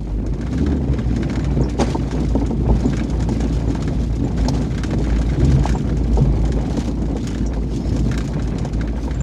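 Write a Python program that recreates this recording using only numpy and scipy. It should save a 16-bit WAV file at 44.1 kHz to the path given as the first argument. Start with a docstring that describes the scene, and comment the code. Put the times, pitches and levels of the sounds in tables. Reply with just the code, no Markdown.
"""A low engine drone and crunching gravel, heard from the cab of a pickup creeping onto concrete pavers.
The firing tone stays near idle after one touch of throttle; its overtones set a panel buzzing.
Rough ground booms in the cab's air, rattles the panels and makes the body knock.
Stones grind, pop and slide under the tyres. Now and then something small and hard clinks,
and a thin hiss comes and goes."""
import sys
import numpy as np
from scipy import signal
from scipy.fft import rfft, irfft, next_fast_len
from scipy.io import wavfile
from scipy.ndimage import map_coordinates

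SR = 44100
rng = np.random.default_rng(int(sys.argv[2]) if len(sys.argv) > 2 else 0)


def digitize_waveform(pressure):
    """Quantize a signal to 16-bit integers and store it at the path in sys.argv[1].

    Rows of a 2-D input are taken as channels; values are limited to [-1, 1].
    """
    field = np.atleast_2d(pressure).T
    bounded = np.clip(field, -1, 1)
    quanta = np.round(bounded * 32767).astype(np.int16)
    wavfile.write(sys.argv[1], SR, quanta)


N = 406602

# Engine speed. Each row: time in seconds, firing rate in Hz.
FIRING_HZ = [(0, 51.86), (.36, 51.6), (.46, 59.1), (.55, 65.8), (.65, 72.5), (.75, 72.6), (.87, 64),
             (1.1, 58.1), (1.6, 58.67), (2.3, 57.1), (4.5, 55.8), (8, 55.28), (8.6, 53.92), (9.22, 55.36)]
# Engine load. Each row: time in seconds, firing tone level in dB.
LOAD_DB = [(0, -25), (.35, -24.5), (.58, -21), (1.2, -24), (1.8, -21), (2.1, -24.5), (2.62, -20),
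           (3.3, -25), (3.52, -19), (3.8, -23), (4.28, -21), (4.8, -22), (5.15, -20), (6.3, -19.5),
           (7.1, -24.5), (7.95, -22), (8.65, -24), (9.22, -20.5)]
# Ground shake and low tyre roar. Each row: time in seconds, drive in dB over average.
SHAKE_DB = [(0, -7.5), (.2, -9), (.58, -1), (.88, -5), (1.03, -4), (1.6, 1), (2.1, -2), (2.85, 1),
            (3.72, 1), (4.0, -3), (4.5, 1.5), (5.25, 0.5), (5.5, 8.5), (5.7, 1.5), (6.75, 0), (7.02, -3),
            (7.6, -3.5), (7.9, 1.5), (8.2, -0.5), (8.5, 1), (9.05, -9), (9.22, 5)]
ROAR_DB = [(0, -11.5), (.2, -1.5), (.35, -5), (.56, 3.5), (.88, 1.5), (1.03, -5), (1.28, 4), (1.7, -1.5),
           (2.62, 0.5), (2.85, 2.5), (3.15, -0.5), (3.35, 3), (4.1, -2.5), (4.55, 2), (4.7, -5),
           (4.92, 1.5), (5.25, -2), (5.5, 8), (5.72, -0.5), (6.5, 1.5), (6.78, 1), (7.55, -3), (7.8, 1),
           (8.7, -3.5), (9.22, -7.5)]
# Loose gravel. 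Each row: time in seconds, coarse stones and grit in relative dB.
GRAVEL_DB = [(0, -53, -53), (.3, -56.5, -58.5), (.58, -44, -43.5), (.8, -49, -52.5), (1.2, -44, -48),
             (1.55, -46.5, -49.5), (2.1, -44, -43.5), (2.57, -50, -52.5), (2.9, -43, -42), (3.08, -46, -50),
             (3.38, -46, -43.5), (4.1, -48, -47.5), (5.3, -44, -46), (5.5, -40.5, -42), (6.05, -49, -48.5),
             (6.55, -49, -47.5), (6.8, -44, -40), (7.02, -56, -51.5), (7.27, -45, -44.5),
             (7.58, -53.5, -51.5), (7.9, -51, -45.5), (8.35, -46, -48), (8.88, -47.5, -52.5),
             (9.22, -45, -47)]

# Hiss swells. Each row: centre in seconds, level in dB, half length in seconds.
HISSES = [(1.102, -57, 0.19), (3.75, -71, 0.22), (7.88, -55, 0.17)]
# Loudest snapping stones. Each row: start in seconds, then level, low body and high edge in relative dB.
POPS = [(.2638, -34.5, -6, -36), (.336, -38.5, -2, -38), (0.411, -34, -0.5, -33), (.425, -52, 13, -30),
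        (0.529, -33.5, 1, -33), (.596, -45, 11, -30), (0.663, -34.5, 7.5, -25), (0.7188, -39, 9.5, -32),
        (0.769, -48, 10, -28), (0.9351, -36.5, 4, -33), (0.9866, -35, 6.5, -31), (1.108, -46.5, 10, -32),
        (1.1625, -30.5, -1, -35), (1.2294, -35, 8.5, -35), (1.297, -34, 8, -28), (1.33, -33, -1, -31),
        (1.356, -31, 5.5, -29), (1.393, -37.5, 7, -28), (1.444, -29, 0.5, -33), (1.464, -50, 9, -30),
        (1.696, -27.5, -17, -33), (2.1106, -31, 1, -31), (2.203, -37, -10, -26), (2.287, -31.5, -9, -35),
        (2.463, -28.5, -10, -37), (2.804, -29.5, -9, -33), (2.9308, -38, 10, -26), (2.9685, -27, -2, -33),
        (2.995, -35, 9.5, -34), (3.036, -30, -11, -34), (3.0998, -29, -12, -33), (3.2037, -30, -5, -36),
        (3.225, -28, -3, -32), (3.289, -28, -15, -34), (3.324, -34, -6, -28), (3.406, -28, -3.5, -28),
        (3.472, -36, -15, -22), (3.526, -33.5, -13, -32), (3.553, -40, -8, -30), (3.593, -38, -6, -28),
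        (3.7488, -33, 3, -32), (3.823, -26.5, -2, -28), (3.8767, -32.5, 6, -35), (4.1591, -32.5, -19, -31),
        (4.375, -35, 1, -30), (4.449, -37.5, 6, -32), (4.574, -50, 15, -32), (4.618, -30.5, -9, -34),
        (4.644, -47, 13, -32), (4.746, -41, 8.5, -32), (4.7792, -29, 2, -25), (4.8346, -23.5, 2.5, -19),
        (4.9066, -31.5, 4, -28), (4.9326, -32.5, 4, -29), (5.04, -32.5, 3, -34), (5.1007, -37.5, 9, -29),
        (5.162, -38, 9, -26), (5.185, -31, -8, -30), (5.215, -28, -3, -32), (5.29, -48, 19.5, -33),
        (5.4477, -24, -18, -33), (5.5173, -30, 1, -30), (5.638, -29.5, -1, -32), (5.662, -27, 0, -25),
        (5.692, -23.5, -1.5, -22), (5.723, -28, -5, -27), (5.893, -43.5, 14, -32), (5.970, -32, -7, -30),
        (5.982, -37, -6, -21), (6.132, -31.5, -12, -19), (6.1588, -29.5, -13, -30), (6.222, -34, -16, -32),
        (6.452, -29, -3.5, -33), (6.478, -34, -5, -19), (6.52, -27.5, -2.5, -35), (6.587, -44, 7, -32),
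        (6.651, -48, 12, -32), (6.77, -29, -2.5, -30), (6.805, -35, -15, -20), (6.8795, -33, -8, -17),
        (7.019, -35, -8, -26), (7.055, -42, 4, -32), (7.166, -31, -5, -32), (7.24, -36, 1, -29),
        (7.2712, -22.5, -15, -21), (7.303, -31, -13, -34), (7.3472, -33.5, 4, -27), (7.38, -32, -5, -29),
        (7.534, -45.5, 15, -33), (7.761, -29, -16, -24), (7.964, -27.5, -8, -28), (7.992, -29, -12, -20),
        (8.114, -26.5, 2, -22), (8.1413, -33.5, 7, -22), (8.177, -23, -1.5, -18), (8.206, -32.5, 5.5, -25),
        (8.242, -33, -9, -26), (8.251, -36, -4, -11), (8.276, -29, -10, -28), (8.335, -45, 12, -32),
        (8.395, -41.5, 11, -35), (8.422, -31, -15, -32), (8.443, -41, -8, -20), (8.475, -32.5, -4, -32),
        (8.5838, -25.5, -8, -33), (8.626, -43, -4, -32), (8.6492, -28.5, -6, -35), (8.7325, -30.5, -2, -29),
        (8.8108, -34, 8, -36), (8.875, -49.5, 16, -32), (9.108, -39, 9.5, -32)]
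# Wheel drops into ruts and paver gaps. Each row: start in seconds, heave and boom in relative dB.
JOLTS = [(0.886, -5.5, -8), (1.572, -29, -4), (1.788, -11, -17), (2.695, -28, -14), (2.85, -24, -19),
         (5.419, -6, -3.5), (5.477, -1.5, -7), (5.537, -2, -3), (6.2, -22, 0.5), (6.253, -28, -12)]
# Suspension and body blows. Each row: start in seconds, then ring, thud, clack and punch in relative dB.
KNOCKS = [(0.938, -11.5, -2, -31, -24), (1.565, -8.5, 2.5, -19, -26), (1.603, -12, 8, -16, -18),
          (1.787, -11.5, 12, -10, -25), (1.797, -7.5, 9, -10, -8), (1.813, -9.5, 7, -3.5, -9),
          (1.947, -10.5, 3.5, -0.5, -15), (2.112, -29, -9, 6, -26), (2.351, -8.5, 9, -3, -6.5),
          (2.413, -16, -10, -5, -24), (2.507, -9, 2.5, -9, -14), (2.651, -17, -6, -6, -27),
          (2.688, -10.5, 8.5, -7, -13), (2.700, -12, 16, -2, -13), (2.848, -12, 15, -11, -24),
          (3.287, -21, 0, 0, -16), (3.402, -21.5, 14, -6, -16), (3.751, -23.5, -8, 5, -19),
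          (4.481, -17.5, 2, 4, -14), (4.53, -23, 14, 0, -31), (4.933, -17, -8, -6, -12),
          (4.999, -11, -11, -14, -15), (5.654, -27, -6, 10, -4), (5.75, -21.5, -3, 5.5, -19),
          (5.904, -14, 1, -15, -30), (6.171, -7, 2, -7, -12), (6.182, -4.5, -1, -21, -8),
          (6.29, -23, -6, -4, -29), (6.566, -7.5, -1, -20, -22), (6.773, -15, 10, -6, -14),
          (7.154, -9, -11, -9, -16), (8.649, -18.5, 8, -1, -16), (8.98, -27, 1, 0, -31),
          (9.076, -20, -4, 0, -28)]
# Small hard pieces. Each row: start in seconds, pitch in Hz, level in relative dB, t60 in seconds,
# mode spread as a share of the pitch.
CLINKS = [(1.411, 6960, -40, 0.064, 0.015), (1.612, 6700, -36, 0.095, 0.051),
          (1.635, 5340, -32, 0.11, 0.052), (2.856, 7050, -33, 0.1, 0.023), (3.68, 7060, -41, 0.075, 0.02),
          (4.245, 7160, -38, 0.088, 0.021), (4.456, 6980, -36, 0.061, 0.038),
          (4.484, 5250, -13, 0.023, 0.096), (5.754, 7400, -39, 0.13, .012),
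          (7.461, 5740, -30, 0.094, 0.041), (7.462, 6700, -34, 0.09, 0.061),
          (9.146, 7340, -39, 0.09, 0.0067), (9.205, 7220, -30, 0.089, 0.0059)]
# Gravel giving way. Each row: start in seconds, level in dB, rise and t60 in seconds,
# coarse stones and high edge in relative dB.
SLIDES = [(1.788, -30.5, 0.019, 0.25, 1, -30), (1.865, -37, 0.036, 0.26, -5, -24),
          (4.374, -40, 0.011, 0.23, -2, -28), (4.482, -28.5, 0.004, 0.074, -11, -18),
          (4.525, -40, 0.016, 0.52, -6, -24), (5.636, -42, 0.033, 0.34, -0.5, -28),
          (6.17, -42, 0.013, 0.19, -13, -25), (7.69, -40.5, 0.056, 0.17, -12, -28),
          (8.95, -45.5, 0.1, 0.27, -7, -15)]

# Cab air modes, heave then boom. Each row: frequency in Hz, width in Hz.
CAB_MODES = [(66, 10.2), (135, 8.2)]
# Wheel well and body panel modes. Each row: frequency in Hz, width in Hz, gain in dB.
WELL_MODES = [(1393, 390, 10.5), (1558, 190, 12), (1730, 150, 7.5), (2133, 135, 9), (2980, 250, 0.5),
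              (3690, 280, 4.5), (5300, 190, -3)]
PANEL_MODES = [(230, 11.7, -1.5), (273.3, 25, 2), (335.6, 26.3, 1), (410, 29.4, 2), (470.5, 31, 2),
               (516, 27, -2), (611.6, 40, -3.5), (745, 31, -4), (864, 49, -0.5), (924, 34, -6),
               (1010, 44, -10.5), (1280, 44, -17)]

# Noise spectra. Each row: frequency in Hz, relative density in dB.
BOOM_SPECTRUM = [(20, -45), (38, -30), (50, -6), (58, -3.5), (82, -5), (105, -5), (133, -.5), (165, -2),
                 (200, -23), (260, -31)]
TYRE_SPECTRUM = [(130, -61), (185, 1), (230, 3), (285, 0), (320, -2), (400, -7), (480, -20), (700, -50)]
RATTLE_SPECTRUM = [(280, -50), (420, -1), (490, 1.5), (580, -2.5), (720, -4.5), (900, -7.5), (1050, -13.5),
                   (1400, -22), (2500, -27)]
COARSE_SPECTRUM = [(700, -39), (1100, -3), (1550, -2.5), (1900, -4), (2300, -4.5), (2750, -10.5),
                   (3500, -12.5), (5000, -26)]
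GRIT_SPECTRUM = [(2000, 0), (3200, 2), (4400, 3), (5300, 1), (6800, -0.5), (7500, -4.5), (8100, -8.5),
                 (10200, -13.5), (12000, -21), (15800, -30)]
HISS_SPECTRUM = [(4000, -28), (4900, -1), (5250, 14), (5700, -18), (6600, 5), (7500, -32)]
SNAP_SPECTRUM = [(1800, -11), (3000, -1), (3800, -4.5), (4600, -5), (5400, 1.5), (5900, -3), (6600, 2),
                 (7550, -4.5), (8100, -11.5), (10400, -14), (11500, -29)]
EDGE_SPECTRUM = [(8000, -9), (10400, -12), (12000, 2), (15800, -7)]
RUSH_SPECTRUM = [(1500, -38), (2400, -2), (3500, 1), (4800, 1.5), (6400, 1.5), (7500, -6), (9500, -12),
                 (11500, -32), (15800, -46)]
SAND_SPECTRUM = [(7000, -6), (8500, -4), (11000, 0), (12500, -6), (15800, -12)]
FLOOR_SPECTRUM = [(2000, 3), (7500, -3), (8500, -2), (11400, -7.5), (12100, -10), (15800, -19)]


def amp(db):
    """Amplitude ratio from dB."""
    return 10 ** (np.asarray(db) / 20)


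def unit(x):
    """x at rms 1."""
    return x / np.sqrt(np.mean(x ** 2) + 1e-20)


def curves(rows):
    """One value per sample for each column after the time."""
    times_s, *columns = np.transpose(rows)
    return [np.interp(np.arange(N) / SR, times_s, column) for column in columns]


def wobble(rate_hz):
    """Smooth random curve with knots at rate_hz."""
    knots = rng.standard_normal(int(N * rate_hz / SR) + 4)
    return map_coordinates(knots, [np.arange(N) * rate_hz / SR])


def colour(x, spectrum):
    """x shaped by a spectrum, at rms 1."""
    n_fft = next_fast_len(len(x) + 4096)
    hz, db = np.transpose(spectrum)
    log_hz = np.log(np.fft.rfftfreq(n_fft, 1 / SR) + 1)
    gain = amp(np.interp(log_hz, np.log(hz), db, left=-120, right=-120))
    return unit(irfft(rfft(x, n_fft) * gain, n_fft)[:len(x)])


def resonate(x, modes, shift, top_hz):
    """x through modes, each detuned by its shift factor, muffled above top_hz, at rms 1."""
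    mode_hz, width_hz, db = np.transpose(modes)[:, :, None]
    hz = np.fft.rfftfreq(len(x), 1 / SR)
    damping = 1j * hz * width_hz
    response = amp(db) * damping / ((mode_hz * shift) ** 2 - hz ** 2 + damping)
    return unit(irfft(rfft(x) * response.sum(0) / (1 + (hz / top_hz) ** 6), len(x)))


def fade(t, rise_s, t60_s):
    """Linear rise, exponential decay."""
    return np.minimum(t / rise_s, 1) * np.exp(-np.log(1000) * np.maximum(t - rise_s, 0) / t60_s)


def add(track, start_s, sound):
    """Mix a sound into a track."""
    start = max(round(start_s * SR), 0)
    part = track[start:start + len(sound)]
    part += sound[:len(part)]


def impacts(spectrum, per_s, spread_db, t60_s, bed):
    """Random unequal impacts, smeared by reflections, over a bed of fainter ones, at rms 1."""
    hits = rng.random(N) < per_s / SR
    size = amp(spread_db * np.clip(rng.standard_normal(N), -1.6, 1.6))
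    smear = fade(np.arange(SR // 8) / SR, 0.00067, t60_s)
    energy = np.abs(signal.fftconvolve(hits * size ** 2, smear ** 2)[:N])
    return unit(np.sqrt(energy / energy.mean() + bed) * colour(rng.standard_normal(N), spectrum))


def engine():
    """The firing tone swells as the cab rocks; unequal cylinders add weak orders around it."""
    sway_hz, sway_db, drift_cycles = 1.8, 3.2, 0.31
    firing_hz, = curves(FIRING_HZ)
    load_db, = curves(LOAD_DB)
    sway = np.sin(2 * np.pi * (sway_hz * np.arange(N) / SR + drift_cycles * wobble(sway_hz)))
    phase = 2 * np.pi * np.cumsum(firing_hz * (1 + 0.007 * wobble(12))) / SR
    tone = np.sin(phase)
    orders = np.array([6, 7, 9, 10, 12, 16, 24]) / 8
    for order, db in zip(orders, [-20, -14.5, -24, -15.5, -27, -14.5, -23.5]):
        tone += amp(db + 5.2 * wobble(5.5)) * np.sin(order * phase + 2 * np.pi * rng.random())
    level_db = load_db + sway_db * sway + 0.5 * wobble(14)
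    return amp(level_db) * unit(tone) + panel_buzz(firing_hz, phase)


def panel_buzz(firing_hz, phase):
    """Engine overtones sing out as they sweep through a panel's resonance."""
    panel_hz, width_hz, idle_hz, db_per_hz = 274.3, 35, 56.4, 0.55
    level = amp(-35 + db_per_hz * (firing_hz - idle_hz) + 2.7 * wobble(9.7))
    buzz = np.zeros(N)
    for harmonic in (4, 5):
        response = 1 / (1 + 2j * (harmonic * firing_hz - panel_hz) / width_hz)
        buzz += (response * np.exp(1j * harmonic * phase)).real
    return level * buzz


def road():
    """Bumps roar through the tyres, boom in the cab and rattle its panels."""
    bump_hz = 13
    shared_bumps_db = 0.9 * wobble(bump_hz)

    def level(base_db, slope, drive):
        drive_db = curves(drive)[0] + shared_bumps_db
        return amp(base_db + slope * drive_db + 0.8 * wobble(bump_hz))

    boom = level(base_db=-24, slope=0.88, drive=SHAKE_DB)
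    boom *= colour(rng.standard_normal(N), BOOM_SPECTRUM)
    tyres = level(base_db=-25.5, slope=0.68, drive=ROAR_DB)
    tyres *= impacts(TYRE_SPECTRUM, per_s=120, spread_db=-2, t60_s=0.04, bed=0.99)
    rattle = level(base_db=-37, slope=0.54, drive=SHAKE_DB)
    rattle *= impacts(RATTLE_SPECTRUM, per_s=80, spread_db=3, t60_s=0.12, bed=0.28)
    return boom + tyres + rattle


def crunch():
    """Coarse stones grind and fine grit crackles, varying from patch to patch."""
    coarse_db, grit_db = curves(GRAVEL_DB) + 0.56 * wobble(12)
    coarse = impacts(COARSE_SPECTRUM, per_s=110, spread_db=3.5, t60_s=0.045, bed=0.32)
    grit = impacts(GRIT_SPECTRUM, per_s=140, spread_db=4.5, t60_s=0.045, bed=0.63)
    return amp(coarse_db - 1.04) * coarse + amp(grit_db - 2) * grit


def hiss():
    """A narrow, fluttering hiss swells now and then over a faint steady one."""
    t = np.arange(N) / SR
    floor = amp(-67.5) * colour(rng.standard_normal(N), FLOOR_SPECTRUM)
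    swells = sum(amp(db) * np.exp(-((t - centre_s) / half_s) ** 2) for centre_s, db, half_s in HISSES)
    flutter = amp(2.9 * wobble(27))
    return floor + swells * flutter * colour(rng.standard_normal(N), HISS_SPECTRUM)


def small_pops(per_s=3):
    """Lesser stones snap at random, following the grit level. Returns rows like POPS."""
    _, grit_db = curves(GRAVEL_DB)
    starts = np.flatnonzero(rng.random(N) < per_s / SR)
    mean_db, spread_db = (11.5, -6.5, -29), (1, 4, 3)
    levels_db = mean_db + spread_db * rng.standard_normal((len(starts), 3))
    return [(i / SR, grit_db[i] + db, body_db, edge_db)
            for i, (db, body_db, edge_db) in zip(starts, levels_db)]


def pops():
    """A pinched stone snaps free; big ones ring in the wheel well, sharp ones have a bright edge."""
    out, t = np.zeros(N), np.arange(SR // 10) / SR
    for start_s, db, body_db, edge_db in POPS + small_pops():
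        snap_noise, body_noise, edge_noise = rng.standard_normal((3, len(t)))
        snap = colour(snap_noise, SNAP_SPECTRUM) * fade(t, 0.00052, 0.075)
        shift = 1 + 0.012 * rng.standard_normal((len(WELL_MODES), 1))
        ring = resonate(body_noise, WELL_MODES, shift, top_hz=6540)
        # The freed stone rattles on against its neighbours.
        tumble = amp(-14) * fade(t, 0.012 * np.exp(0.3 * rng.standard_normal()), 0.039)
        body = amp(body_db + 5) * ring * (fade(t, 0.0015, 0.046) + tumble)
        edge = amp(edge_db + 1) * colour(edge_noise, EDGE_SPECTRUM) * fade(t, 0.0005, 0.04)
        add(out, start_s - 0.0005, amp(db - 7.5) * (snap + body + edge))
    return out


def jolts():
    """A dropping wheel shakes the whole cab, and its air booms."""
    out, t = np.zeros(N), np.arange(SR // 2) / SR
    onset = np.minimum(t / 0.013, 1)
    for start_s, *levels_db in JOLTS:
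        boom = sum(amp(db) * np.sin(2 * np.pi * hz * t) * np.exp(-np.pi * width_hz * t)
                   for (hz, width_hz), db in zip(CAB_MODES, levels_db))
        add(out, start_s, amp(-5.5) * boom * onset)
    return out


def knocks():
    """Each blow punches the body once and rings its panels: heavy ones thud, hard ones clack."""
    scatter_db, punch_lag_s, punch_half_cycles = 2.5, 0.00275, 0.64
    out, t = np.zeros(N), np.arange(SR // 5) / SR
    hz, width_hz, mode_db = np.transpose(PANEL_MODES)[:, :, None]
    rise_s = np.interp(hz, [280, 500], [0.012, 0.006])  # large, low panels start slower
    envelope = np.minimum(t / rise_s, 1) * np.exp(-np.pi * width_hz * t)
    punch_onset = t / (t + 0.0013)  # softened by rubber mounts
    for start_s, db, thud_db, clack_db, punch_db in KNOCKS:
        strength, detune, phase = rng.standard_normal((3, len(PANEL_MODES), 1))
        tilt_db = np.interp(hz, [300, 450, 850], [thud_db, 0, clack_db + 9])
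        gains = amp(mode_db + tilt_db + scatter_db * strength)
        modes = np.sin(2 * np.pi * (hz * (1 + 0.027 * detune) * t + phase))
        add(out, start_s - 0.001, amp(db - 12) * (gains * modes * envelope).sum(0))
        punch_hz = 580 + 13.5 * clack_db
        cycles = punch_hz * (t - punch_lag_s)
        punch = np.sin(2 * np.pi * cycles) * np.exp(-(cycles / punch_half_cycles) ** 2)
        add(out, start_s, amp(punch_db) * punch_onset * punch)
    return out


def clinks():
    """Small hard pieces ring in a cluster of high modes: tight for a ping, wide for a clack."""
    out, t = np.zeros(N), np.arange(SR // 5) / SR
    for start_s, hz, db, t60_s, spread in CLINKS:
        detune, phase = rng.standard_normal((2, 24, 1))
        ring = np.sin(2 * np.pi * (hz * (1 + spread * detune) * t + phase)).sum(0)
        add(out, start_s, amp(db - 6) * unit(ring) * fade(t, 0.0016, t60_s))
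    return out


def slides():
    """Gravel gives way in a dense rush; coarse stones rattle the body, sand adds a bright edge."""
    rush_level, coarse_level, sand_level = np.zeros((3, N))
    t = np.arange(SR // 2) / SR
    for start_s, db, rise_s, t60_s, coarse_db, edge_db in SLIDES:
        stroke = amp(db) * fade(t, rise_s, t60_s)
        add(rush_level, start_s, stroke)
        add(coarse_level, start_s, amp(coarse_db) * stroke)
        add(sand_level, start_s, amp(edge_db) * stroke)
    rush, coarse, rattle, sand = (
        impacts(spectrum, per_s=350, spread_db=5.5, t60_s=0.055, bed=0.6)
        for spectrum in (RUSH_SPECTRUM, COARSE_SPECTRUM, RATTLE_SPECTRUM, SAND_SPECTRUM))
    stones = amp(1) * coarse + amp(10.5) * rattle
    return rush_level * rush + coarse_level * stones + sand_level * sand


def stone_colours(x, spread_db):
    """Each stone has its own colour: brief, narrow patches of the spectrum stand out."""
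    frames = signal.stft(x, nperseg=512)[2]
    patch = np.outer(np.hanning(6), np.hanning(5))
    field = signal.fftconvolve(rng.standard_normal(frames.shape), patch, "same")
    gain = unit(amp(spread_db * unit(field)))
    return signal.istft(frames * gain, nperseg=512)[1][:N]


def cab_reflections(x, wet_db, t60_s):
    """Glass and trim add a brief spray of reflections."""
    t = np.arange(SR // 10) / SR
    tail = rng.standard_normal(len(t)) * fade(t, 0.0055, t60_s)
    return x + amp(wet_db) * signal.fftconvolve(x, tail / np.linalg.norm(tail))[:N]


def scene():
    """Mono mix in the cab."""
    stones = pops() + stone_colours(crunch() + slides(), spread_db=2.2)
    gravel = amp(-0.57) * cab_reflections(stones, wet_db=-15, t60_s=0.025)
    return (engine() + road() + jolts() + knocks() + gravel + clinks() + hiss())[None]


def record(dry):
    """Round off the peaks, taper the ends, cut the deepest bass and the top treble."""
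    ceiling, low_cut_hz, top_hz = 0.75, 33, 15850
    limited = dry / (1 + (dry / ceiling) ** 6) ** (1 / 6)
    tapered = limited * signal.windows.tukey(N, 0.001)
    n_fft = next_fast_len(N + SR // 4)
    hz = np.fft.rfftfreq(n_fft, 1 / SR)
    high_pass = 1 - 1 / (1 + (hz / low_cut_hz) ** 6)
    return irfft(rfft(tapered, n_fft) * high_pass * (hz < top_hz), n_fft)[..., :N]


dry = scene()
out = record(dry)
digitize_waveform(out)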